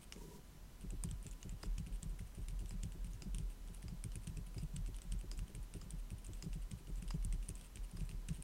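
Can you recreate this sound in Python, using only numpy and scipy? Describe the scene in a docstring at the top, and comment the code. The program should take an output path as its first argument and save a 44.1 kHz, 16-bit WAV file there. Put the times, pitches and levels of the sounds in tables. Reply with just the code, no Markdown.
"""Fast typing on a small mechanical keyboard, heard by a microphone that stands on the same desk.
Each key clicks through the air: damped modes of stem and cap, with filtered noise bursts around them.
Pushes ring the modes of the desk in dull thuds and set it rocking on its legs, a pair of low resonances.
The stems scratch in their guides and a forearm slides over the desk mat: noise made by friction.
The microphone adds shaped hiss and a faint whine of harmonic sines."""
import sys
import numpy as np
from scipy.fft import rfft, irfft, next_fast_len
from scipy.io import wavfile
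from scipy.ndimage import uniform_filter1d, map_coordinates

SR = 44100
rng = np.random.default_rng(int(sys.argv[2]) if len(sys.argv) > 2 else 0)


def pcm_store(signal):
    """Save signal as 16-bit PCM."""
    levels = np.round(np.clip(np.atleast_2d(signal), -1, 1) * 32767)
    wavfile.write(sys.argv[1], SR, levels.astype(np.int16).T)


N = 371763  # length of the scene [samples]
SCENE_T = np.arange(N) / SR  # [s]
EVENT_T = np.arange(SR // 8) / SR  # time within one short event [s]


def amp(db):
    """Decibels are a logarithm of amplitude: 20 dB is a factor of ten."""
    return 10 ** (np.asarray(db) / 20)


def unit_rms(x):
    """Normalization: the root mean square becomes one."""
    return x / np.sqrt(np.mean(x ** 2) + 1e-20)


def curves(rows):
    """Linear interpolation: one value per sample for each column after the time."""
    start_s, *columns = np.transpose(rows)
    return [np.interp(SCENE_T, start_s, column) for column in columns]


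def wobble(rate_hz):
    """Band-limited randomness: a smooth curve through random knots, rate_hz of them a second."""
    knots = rng.standard_normal(int(N * rate_hz / SR) + 4)
    return map_coordinates(knots, [np.arange(N) * rate_hz / SR])


def filtered(x, response):
    """Linear filtering: the spectrum is multiplied by a complex response of frequency."""
    size = next_fast_len(N + SR // 2)  # spare room keeps tails from wrapping round
    spectrum = rfft(x, size) * response(np.fft.rfftfreq(size, 1 / SR))
    return irfft(spectrum, size)[:N]


def shaped(points):
    """Spectral envelope: gain through (Hz, dB) points on a logarithmic frequency axis."""
    point_hz, point_db = np.transpose(points)
    return lambda f: amp(np.interp(np.log(f + 1), np.log(point_hz), point_db))


def resonant(modes):
    """Modal superposition: (Hz, width Hz, dB) resonances add with alternating sign."""
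    def response(f):
        total = 0
        for k, (center, width, db) in enumerate(modes):
            mode = 1j * f * width / (center * center - f * f + 1j * f * width)
            total = total + (-1) ** k * amp(db) * mode
        return total
    return response


def noise(response):
    """Coloured noise: white noise through a response, at unit RMS."""
    return unit_rms(filtered(rng.standard_normal(N), response))


def placed(times, rows):
    """Superposition in time: one row of samples is added at each time."""
    first = np.round(np.asarray(times) * SR).astype(int)[:, None]
    at = first + np.arange(rows.shape[1])
    return np.bincount(at.ravel(), rows.ravel(), N + SR)[:N]


def blow_envelope(level_db, t60, attack):
    """Damped response to a blow: quick exponential onset, then a fall of 60 dB in t60 seconds."""
    decay = amp(np.reshape(level_db, (-1, 1)) - 60 * EVENT_T / t60)
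    return decay * (1 - np.exp(-EVENT_T / attack))


def ring(times, level_db, pitch_hz, t60, attack, spread, count=1):
    """Free vibration: each blow rings a cluster of close damped modes, scattered anew in pitch."""
    scatter = 1 + spread * rng.standard_normal((len(times), count, 1))
    mode_hz = np.reshape(pitch_hz, (-1, 1, 1)) * scatter
    tones = np.sin(2 * np.pi * mode_hz * EVENT_T).sum(1) / np.sqrt(count)
    return placed(times, blow_envelope(level_db, t60, attack) * tones)


def burst(times, level_db, t60, attack):
    """Impact noise: a puff of white noise after each blow."""
    white = rng.standard_normal((len(times), len(EVENT_T)))
    return placed(times, blow_envelope(level_db, t60, attack) * white)


# Spectral envelope of the hiss: pitch_hz [Hz], level_db [dB, relative]
HISS_SPECTRUM = [(25, -11), (60, -12), (105, -19), (180, -19), (300, -27), (550, -32.5), (1000, -36),
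                 (2000, -40), (4000, -42.5), (9000, -44), (12000, -45.5), (15700, -48.5)]


def microphone_hiss():
    """Stationary random noise: a steady hiss, densest at low frequencies."""
    return amp(-58.5) * noise(shaped(HISS_SPECTRUM))


# Harmonics of the whine: multiple [of the fundamental], level_db [dB RMS]
WHINE_HARMONICS = [(1, -84), (3, -88), (4, -90), (5, -102), (6, -88.5), (7, -91.5), (10, -107.5), (12, -95),
                   (13, -105), (15, -99)]


def link_whine():
    """Harmonic series: the digital link leaks a comb of thin tones at multiples of one pitch."""
    link_hz = 1000
    whine = np.zeros(N)
    for multiple, level_db in WHINE_HARMONICS:
        tone = np.sin(2 * np.pi * multiple * link_hz * SCENE_T)
        whine += amp(level_db) * np.sqrt(2) * tone  # root two: a sine of unit RMS
    return whine


# Course of the slide: start_s [s], rumble_db, squeak_db, cloth_db [dB, before each layer's gain]
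FOREARM_SLIDE = [(.14, -92, -97, -89), (.165, -51, -76, -81), (.2, -75, -77, -71), (.22, -60.5, -65, -66),
                 (.27, -61, -82, -71), (.32, -62, -69.5, -68), (.365, -62, -69, -66.5), (.4, -60, -86, -79),
                 (.43, -100, -105, -100)]
# Resonances of the mat: pitch_hz [Hz], width_hz [Hz], level_db [dB, relative]
MAT_MODES = [(163, 15, 4.5), (210, 85, -4.5), (294, 82, -6), (410, 43, -2.5)]
SLIP_PEAK_S, SLIPS_PER_S, SQUEAK_HZ = .215, 29, 964  # time of one slip's peak; mean squeak pitch


def forearm():
    """Stick-slip friction: the forearm judders over the mat, rumbling and squeaking; cloth hisses."""
    rumble_db, squeak_db, cloth_db = curves(FOREARM_SLIDE)
    slips = np.cos(np.pi * SLIPS_PER_S * (SCENE_T - SLIP_PEAK_S)) ** 2
    rumble = amp(rumble_db - 2.0) * (1.17 + slips) * noise(resonant(MAT_MODES))
    squeak_phase = 2 * np.pi * np.cumsum(SQUEAK_HZ + 15 * wobble(30)) / SR
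    squeak = amp(squeak_db + 5.0) * slips * unit_rms(np.sin(squeak_phase))
    cloth = amp(cloth_db) * noise(resonant([(6540, 6300, 0)]))
    return rumble + squeak + cloth


# Pushes of the keyboard into the desk: start_s [s], rocking_db [dB, before the low-pass],
# low_db, middle_db, high_db [dB for each desk mode family, before the common gain]
DESK_PUSHES = [(0.554, -54, -59.5, -59.5, -65.0), (0.839, -39.5, -50.0, -45.0, -52.5),
               (0.926, -40, -46.0, -47.5, -50), (1.046, -39.5, -42.0, -38.0, -51.5),
               (1.112, -43.0, -42.5, -48, -67), (1.254, -40, -50.5, -51.5, -54.5),
               (1.452, -44, -46.5, -46, -52.5), (1.525, -58, -48.5, -50, -69),
               (1.631, -35.0, -47.5, -55.0, -49), (1.66, -49, -54, -46.5, -57),
               (1.782, -49, -42, -50, -72.0), (1.8, -46, -54, -43, -63.0),
               (1.867, -37.5, -48.5, -47.5, -57.5), (1.908, -68, -55, -52, -60),
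               (2.03, -38.5, -46, -46, -63), (2.056, -66, -66, -45, -65), (2.125, -49, -63, -53.5, -60),
               (2.204, -54, -44, -46.5, -60), (2.376, -40, -43.5, -47.5, -53.0),
               (2.411, -38.0, -54, -57.0, -63), (2.483, -42.5, -48.5, -55, -62),
               (2.527, -44, -56, -48.5, -73.0), (2.603, -45.5, -49.5, -56, -58),
               (2.624, -61.0, -49, -49.5, -54), (2.71, -40.0, -50, -56, -61), (2.739, -47, -52, -45, -65),
               (2.835, -44, -41, -50, -57.5), (2.854, -53, -53.0, -45.5, -71),
               (2.948, -38, -54, -50.5, -55), (3.046, -41.5, -48.5, -49.0, -76),
               (3.081, -68.0, -56.0, -51, -76.0), (3.142, -52, -47.5, -64.0, -73.0),
               (3.218, -41.5, -68, -51.0, -53), (3.259, -36, -57.0, -42.5, -56),
               (3.343, -42, -52, -46.5, -60.0), (3.382, -36, -45, -48, -59), (3.402, -58, -52, -48.5, -60),
               (3.696, -46.5, -51.5, -52, -56.5), (3.84, -43.5, -44, -47.5, -56),
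               (3.888, -62.0, -52, -53.0, -66), (3.923, -43.5, -57.0, -43, -63.0),
               (4.047, -42.0, -44, -44.0, -54), (4.155, -46.0, -44, -50.0, -53.5),
               (4.274, -50.5, -43, -44, -58.0), (4.307, -69.0, -60, -48, -65),
               (4.368, -45.5, -49, -49, -56.5), (4.388, -61, -49, -49, -64.0),
               (4.47, -49.5, -73.0, -54, -71), (4.564, -40.5, -42, -48, -50.5),
               (4.627, -43.5, -52.0, -42.5, -58), (4.738, -39, -65.0, -46.5, -80),
               (4.766, -56.0, -45, -45.5, -78), (4.789, -46, -49, -48, -76.0),
               (4.883, -41.0, -47, -50.5, -52.5), (5.051, -38.5, -64.0, -50.5, -73),
               (5.122, -40, -44, -50, -67), (5.139, -57, -50, -47, -58), (5.236, -41, -50.5, -50.5, -52.5),
               (5.322, -38.0, -57, -69, -55.5), (5.388, -48.0, -44, -51, -69), (5.42, -67, -52, -49, -64),
               (5.496, -57, -68, -56, -57.0), (5.547, -45.5, -48, -56.0, -57),
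               (5.57, -57.0, -47, -54.0, -64), (5.749, -49.0, -45.5, -46, -48.5),
               (5.822, -49, -58.0, -54.0, -63.0), (5.862, -42.5, -64.0, -50, -61.0),
               (5.936, -44, -54, -46, -63.0), (6.117, -54, -42.0, -47, -58),
               (6.288, -44, -45, -51.5, -51.0), (6.432, -48, -52.5, -50, -52.5),
               (6.462, -41.0, -50, -42, -52.5), (6.557, -40, -48.5, -45.5, -57),
               (6.714, -51, -47.5, -46.5, -64), (6.733, -60.0, -45.5, -48, -60),
               (6.801, -52, -71, -57, -58), (6.873, -37.5, -62, -58, -57), (6.894, -54, -54.5, -47, -53.5),
               (6.978, -64, -48.5, -53, -67), (7.024, -37.5, -52, -45, -58),
               (7.142, -35.5, -49.0, -38, -50), (7.25, -34.5, -41, -45.0, -64), (7.333, -39, -46, -46, -56),
               (7.489, -52.0, -44.5, -46, -50.5), (7.758, -39, -51.5, -52, -63),
               (7.935, -40.0, -46, -49, -58), (7.979, -52, -50.5, -51, -56.5),
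               (8.013, -49, -43.0, -42.5, -61), (8.097, -38.5, -57.0, -51, -60.5),
               (8.129, -46, -47, -49, -58), (8.288, -56, -42, -44.0, -62), (8.305, -56.0, -48.5, -40, -61),
               (8.384, -53.0, -56, -50.5, -57)]
# Modes of desk and case, one family per line: pitch_hz [Hz], level_db [dB, relative], t60_s [s]
DESK_MODES = [
    [(103.1, 3, 0.12), (62.9, -1.5, 0.19)],
    [(164.2, 3, 0.092), (199, -18.5, 0.043), (138.5, 0, 0.1)],
    [(288.5, -2, 0.1), (382.6, -1, 0.077), (239, -3.5, 0.053), (472, -5.5, 0.043), (600, -5, 0.03)],
]
# Rocking resonances, passed twice: pitch_hz [Hz], width_hz [Hz], level_db [dB, relative]
LEG_MODES = [(37.94, 11.5, 3), (47.3, 19, -2.5)]
KICK_DELAY_S, RESTLESS_DB = 0.0206, -56  # from push to swing; hands resting on the desk, before the low-pass


def desk_thuds():
    """Modal excitation: soft pushes, with a slow onset, ring the modes of desk and case."""
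    start_s, _, *family_levels = np.transpose(DESK_PUSHES)
    thuds = np.zeros(N)
    for family, family_db in zip(DESK_MODES, family_levels):
        for pitch_hz, mode_db, t60_s in family:
            thuds += ring(start_s, family_db + mode_db + 6.0, np.full(len(start_s), pitch_hz),
                          t60_s, attack=0.0066, spread=0.048)
    return thuds


def desk_rocking():
    """Impulse response: every push kicks the desk into rocking; resting hands keep it faintly astir."""
    start_s, rocking_db = np.transpose(DESK_PUSHES)[:2]
    legs = resonant(LEG_MODES)
    swing = filtered(np.arange(N) == 0, lambda f: legs(f) ** 2)[:SR // 2]
    swing = swing / np.abs(swing).max()
    rocking = placed(start_s + KICK_DELAY_S, amp(rocking_db)[:, None] * swing)
    restless = amp(RESTLESS_DB) * noise(lambda f: legs(f) ** 2)
    return filtered(rocking + restless, lambda f: 1 / (1 + (f / 62) ** 12))  # steep low-pass at 62 Hz


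# Further scratches, as keys creep down or come back up:
# start_s [s], length_s [s], level_db [dB, before the gains of stem and cap]
KEY_TRAVEL = [(0.01, 0.039, -64.5), (1.398, .03, -73), (1.598, 0.054, -72), (1.92, 0.052, -69.5),
              (2.258, 0.027, -69), (2.409, .04, -72.5), (2.704, .05, -76), (3.1, .03, -73),
              (3.494, 0.045, -70), (3.728, 0.024, -71), (4.212, 0.046, -69.5), (4.604, 0.042, -68.5),
              (4.86, 0.027, -70), (5.976, 0.034, -67.5), (6.267, 0.026, -66), (6.362, 0.055, -73),
              (6.61, .035, -73), (6.77, .04, -71), (7.454, 0.039, -73), (7.575, 0.033, -70),
              (7.636, .045, -66.5), (7.829, 0.031, -64), (7.959, 0.056, -68), (8.35, .045, -70.5)]
STROKE_GAP_S = .03  # contacts closer than this belong to one stroke
SCRATCH_LEAD_S, SCRATCH_S, SCRATCH_DB = .006, 0.039, -70.5  # lead on the contact, median length, mean level
SCRATCH_FOLLOWS, STEM_HZ = 0.12, 8600  # share of the tick's dB; band centre of the further scratches


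def travel():
    """Sliding friction: grainy rubbing rings the stem in a narrow band and the whole cap broadly."""
    new_stroke = np.diff(np.transpose(KEY_CONTACTS)[0], prepend=0) > STROKE_GAP_S
    contact_s, tick_db, tick_hz = np.transpose(KEY_CONTACTS)[:3, new_stroke]
    draw = rng.standard_normal((len(contact_s), 2))
    struck_length_s = SCRATCH_S * amp(1.14 * draw[:, 0])
    struck_db = SCRATCH_DB + SCRATCH_FOLLOWS * (tick_db - tick_db.mean()) + 1.1 * draw[:, 1]
    struck = [contact_s - SCRATCH_LEAD_S, struck_length_s, struck_db, tick_hz]
    further = np.transpose([tuple(row) + (STEM_HZ,) for row in KEY_TRAVEL])
    start_s, length_s, level_db, pitch_hz = np.hstack([struck, further])[:, :, None]

    fades = np.minimum(EVENT_T / 0.0085, (length_s - EVENT_T) / 0.0099)
    stroke = np.clip(fades, 0, 1) * amp(level_db)
    # two slow noises on a cosine and a sine make a narrow band around the pitch
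    slow = uniform_filter1d(rng.standard_normal((2, len(start_s), len(EVENT_T))), size=60)
    phase = 2 * np.pi * pitch_hz * EVENT_T
    stem = unit_rms(slow[0] * np.cos(phase) + slow[1] * np.sin(phase))
    cap = noise(resonant([(2720, 610, 2.5), (5640, 2300, -7.5), (9100, 1380, 2.0)]))
    grain = amp(3.4 * wobble(900) + 1.7 * wobble(90))
    stem_scratch = amp(-5.5) * placed(start_s[:, 0], stroke * stem)
    cap_scratch = amp(-0.5) * placed(start_s[:, 0], stroke) * cap
    return grain * (stem_scratch + cap_scratch)


# Contacts of the long keys: start_s [s], wire_db (steadying wire),
# hollow_db (hollow cap) [dB, before each layer's gain]
LONG_KEY_CONTACTS = [(1.037, -52, -60.5), (1.6302, -45, -66.5), (1.6334, -52, -55), (2.7066, -53.5, -64),
                     (3.2204, -46.5, -61), (3.8815, -50, -66), (4.5444, -68, -74), (4.582, -47.5, -63),
                     (5.3139, -43, -62), (5.815, -52, -64.5), (6.425, -44.5, -63), (7.0784, -57, -77),
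                     (7.1051, -48, -57), (7.1079, -50, -64), (7.969, -52, -64.5)]


def long_keys():
    """Coupled vibration: a steel wire pings and buzzes under wide caps, which knock lower than small ones."""
    start_s, wire_db, hollow_db = np.transpose(LONG_KEY_CONTACTS)
    start_s = start_s + .0007  # the sound peaks just after the first touch
    wire = ring(start_s, wire_db + 4.5, np.full(len(start_s), 5010.), t60=0.0099, attack=0.00013, spread=0.0062)
    buzz = burst(start_s, wire_db - 0.5, t60=0.14, attack=0.00088)
    buzz = filtered(buzz, resonant([(4920, 280, 0.5), (7140, 690, -8)]))
    knock = burst(start_s, hollow_db + 27.5, t60=0.011, attack=0.0013)
    knock = filtered(knock, resonant([(524, 230, 1.4), (1130, 570, 5.6)]))
    return wire + buzz + knock


# Key contacts: start_s [s], tick_db [dB, before gain] and tick_hz [Hz, mean] of the stem,
# cap_db [dB, before gain] and cap_hz [Hz, mean] of the keycap
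KEY_CONTACTS = [(0.1237, -42, 6560, -41, 2600), (0.1618, -72, 7240, -57, 2070),
                (0.811, -51, 8900, -61, 2560), (0.9052, -44, 8050, -54, 2770),
                (1.0375, -33, 8500, -50, 2460), (1.089, -58, 8020, -56, 3070),
                (1.1123, -41.5, 7700, -51, 3300), (1.228, -48.5, 9400, -66, 3140),
                (1.2661, -44.5, 7600, -50.5, 3200), (1.312, -49, 7050, -67, 3500),
                (1.316, -51, 9100, -71, 2690), (1.4293, -48.5, 7400, -46.5, 2710),
                (1.4937, -46, 8000, -55.5, 2950), (1.6312, -49, 7400, -52, 2470),
                (1.6334, -47, 8400, -50, 2030), (1.6576, -63, 8090, -58, 3140),
                (1.7803, -55, 8300, -53, 2470), (1.7824, -42.5, 6540, -47.5, 2900),
                (1.8644, -60, 9650, -57, 2480), (1.87, -56, 8600, -54, 2480),
                (2.0263, -53, 8700, -69, 3110), (2.0302, -39.5, 8400, -50, 3800),
                (2.0952, -59, 8190, -73, 2920), (2.1898, -52, 9270, -67, 2710),
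                (2.193, -57, 8700, -52.5, 2320), (2.35, -51, 8840, -64, 2800),
                (2.4844, -42, 8900, -49, 2600), (2.485, -46.5, 9040, -58, 2680),
                (2.5921, -62, 7520, -57, 3120), (2.6056, -53, 8800, -62, 2720),
                (2.659, -55, 8850, -57, 3120), (2.694, -47, 7750, -68, 3100),
                (2.7084, -49, 8300, -55, 2460), (2.831, -49, 8600, -57, 3140),
                (2.8344, -40, 7700, -46.5, 3130), (2.9213, -55, 7700, -55.5, 2900),
                (3.045, -48, 8650, -54, 2470), (3.134, -54.5, 6500, -71, 2540),
                (3.2215, -48, 7800, -50, 2680), (3.3465, -38.5, 8850, -49.5, 2780),
                (3.3837, -41.5, 8300, -50, 3260), (3.6755, -55, 8300, -60, 2690),
                (3.6848, -64, 8840, -59, 3470), (3.7468, -43.5, 9560, -73, 2020),
                (3.8224, -52.5, 9400, -69, 2570), (3.8276, -53, 9300, -56, 2220),
                (3.882, -57, 7570, -58, 2590), (4.04, -38, 9000, -50, 2420),
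                (4.119, -61, 8600, -54.5, 3000), (4.156, -40, 9200, -50, 2600),
                (4.2714, -44, 8240, -53, 3350), (4.2747, -43, 8400, -49, 3040),
                (4.369, -57, 7600, -65, 2650), (4.372, -49, 8950, -53.5, 2540),
                (4.4646, -55, 9800, -65, 2580), (4.5446, -51, 9180, -59, 2440),
                (4.5806, -54, 7700, -54.5, 2530), (4.738, -66, 7240, -70, 2900),
                (4.7622, -46, 8300, -55, 3270), (4.765, -42, 8450, -48, 2880),
                (4.862, -52, 7600, -54, 2640), (4.8767, -56, 8000, -60, 2450),
                (4.9445, -61, 8190, -55.5, 3150), (4.9656, -49, 9300, -59, 2730),
                (4.986, -54, 8960, -54, 3140), (5.0186, -48, 7860, -53, 3330),
                (5.022, -57, 8400, -68, 2900), (5.118, -51, 8800, -63, 3250),
                (5.122, -40.5, 8550, -48, 3120), (5.191, -56, 8000, -68, 2900),
                (5.212, -50, 9150, -56.5, 2700), (5.315, -42, 7600, -49, 2840),
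                (5.3766, -49, 8000, -69, 3660), (5.3911, -45, 8400, -49.5, 3130),
                (5.481, -57, 9050, -58, 3030), (5.5507, -44, 8800, -52, 2560),
                (5.629, -51, 9450, -75, 2830), (5.7387, -47, 8800, -51, 2560),
                (5.814, -54, 7200, -60, 2890), (5.9064, -40, 8400, -54.5, 3320),
                (6.1042, -52, 8900, -53.5, 2630), (6.183, -54.5, 9310, -84, 2460),
                (6.2456, -51, 9000, -60, 2880), (6.249, -48, 8700, -60, 3370),
                (6.266, -45, 8000, -66, 2630), (6.3341, -49, 7900, -57.5, 3170),
                (6.4244, -44, 7300, -48, 2670), (6.5307, -54, 8340, -49, 2640),
                (6.7116, -54, 8600, -61, 2270), (6.7147, -44.5, 7700, -47, 3200),
                (6.8718, -61, 8470, -55.5, 2950), (6.9576, -53, 7700, -61, 2760),
                (7.0219, -52, 9200, -63, 2820), (7.0246, -47.5, 8500, -51, 2500),
                (7.0795, -51, 9400, -56, 3030), (7.0863, -55, 7600, -55, 3070),
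                (7.1061, -48.5, 8050, -55, 2550), (7.1097, -53, 7400, -46.5, 2420),
                (7.14, -56, 7270, -60, 2960), (7.226, -57, 9100, -56.5, 2630),
                (7.2486, -37, 8770, -55, 3350), (7.3257, -43, 8450, -47, 2520),
                (7.4275, -56, 8850, -55.5, 3090), (7.486, -46, 9500, -66, 2840),
                (7.4899, -33.5, 8700, -50.5, 2930), (7.5035, -53, 7300, -58, 2630),
                (7.5543, -45, 8050, -62, 2680), (7.6117, -50, 8300, -53, 3370),
                (7.7576, -43.5, 8500, -49.5, 2900), (7.7718, -63, 8400, -51, 2650),
                (7.895, -62, 8800, -62, 2700), (7.914, -49.5, 9220, -64, 2660),
                (8.007, -64, 7650, -53.5, 2530), (8.0515, -60, 8300, -71, 2600),
                (8.092, -50, 8700, -50, 2670), (8.113, -63, 9020, -53.5, 2650),
                (8.2858, -42, 8700, -51, 2600), (8.2887, -45, 8300, -44.5, 2750),
                (8.33, -55, 8580, -60, 2650), (8.4244, -42.5, 8850, -54, 2490)]


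def keys():
    """Impact excitation: stem ticks and cap clacks, each with a broad crack and loose parts rattling out."""
    start_s, tick_db, tick_hz, cap_db, cap_hz = np.transpose(KEY_CONTACTS)
    tick = ring(start_s, tick_db + 3.5, tick_hz, t60=0.007, attack=0.00022, spread=0.063, count=4)
    cap = ring(start_s, cap_db + 0.5, cap_hz, t60=0.012, attack=0.00019, spread=0.07, count=3)
    # a short loud crack, then a longer and weaker rattle
    bright = burst(start_s, tick_db + 4.0, t60=0.009, attack=.0001)
    bright = bright + burst(start_s, tick_db - 9.5, t60=0.065, attack=0.00092)
    dull = burst(start_s, cap_db + 8.5, t60=0.0085, attack=0.000083)
    dull = dull + burst(start_s, cap_db - 9.0, t60=0.13, attack=0.0018)
    stem = resonant([(8400, 2800, -3.5), (11700, 2900, -21)])
    shell = resonant([(1330, 860, -2.0), (2660, 2800, -2.5), (6130, 2000, 0)])
    bright = filtered(bright, lambda f: stem(f) / (1 + 1j * f / 11000))  # with a gentle low-pass
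    return tick + cap + bright + filtered(dull, shell)


def scene():
    """Superposition: all sources on the desk add linearly."""
    desk = desk_thuds() + desk_rocking()
    return (forearm() + desk + long_keys() + travel() + keys())[None]


def record(dry):
    """Band limitation: the microphone adds its hiss and whine, then passes nothing above its top."""
    top_hz = 15850
    heard = dry[0] + microphone_hiss() + link_whine()
    return filtered(heard, lambda f: f < top_hz)[None]


dry = scene()
out = record(dry)
pcm_store(out)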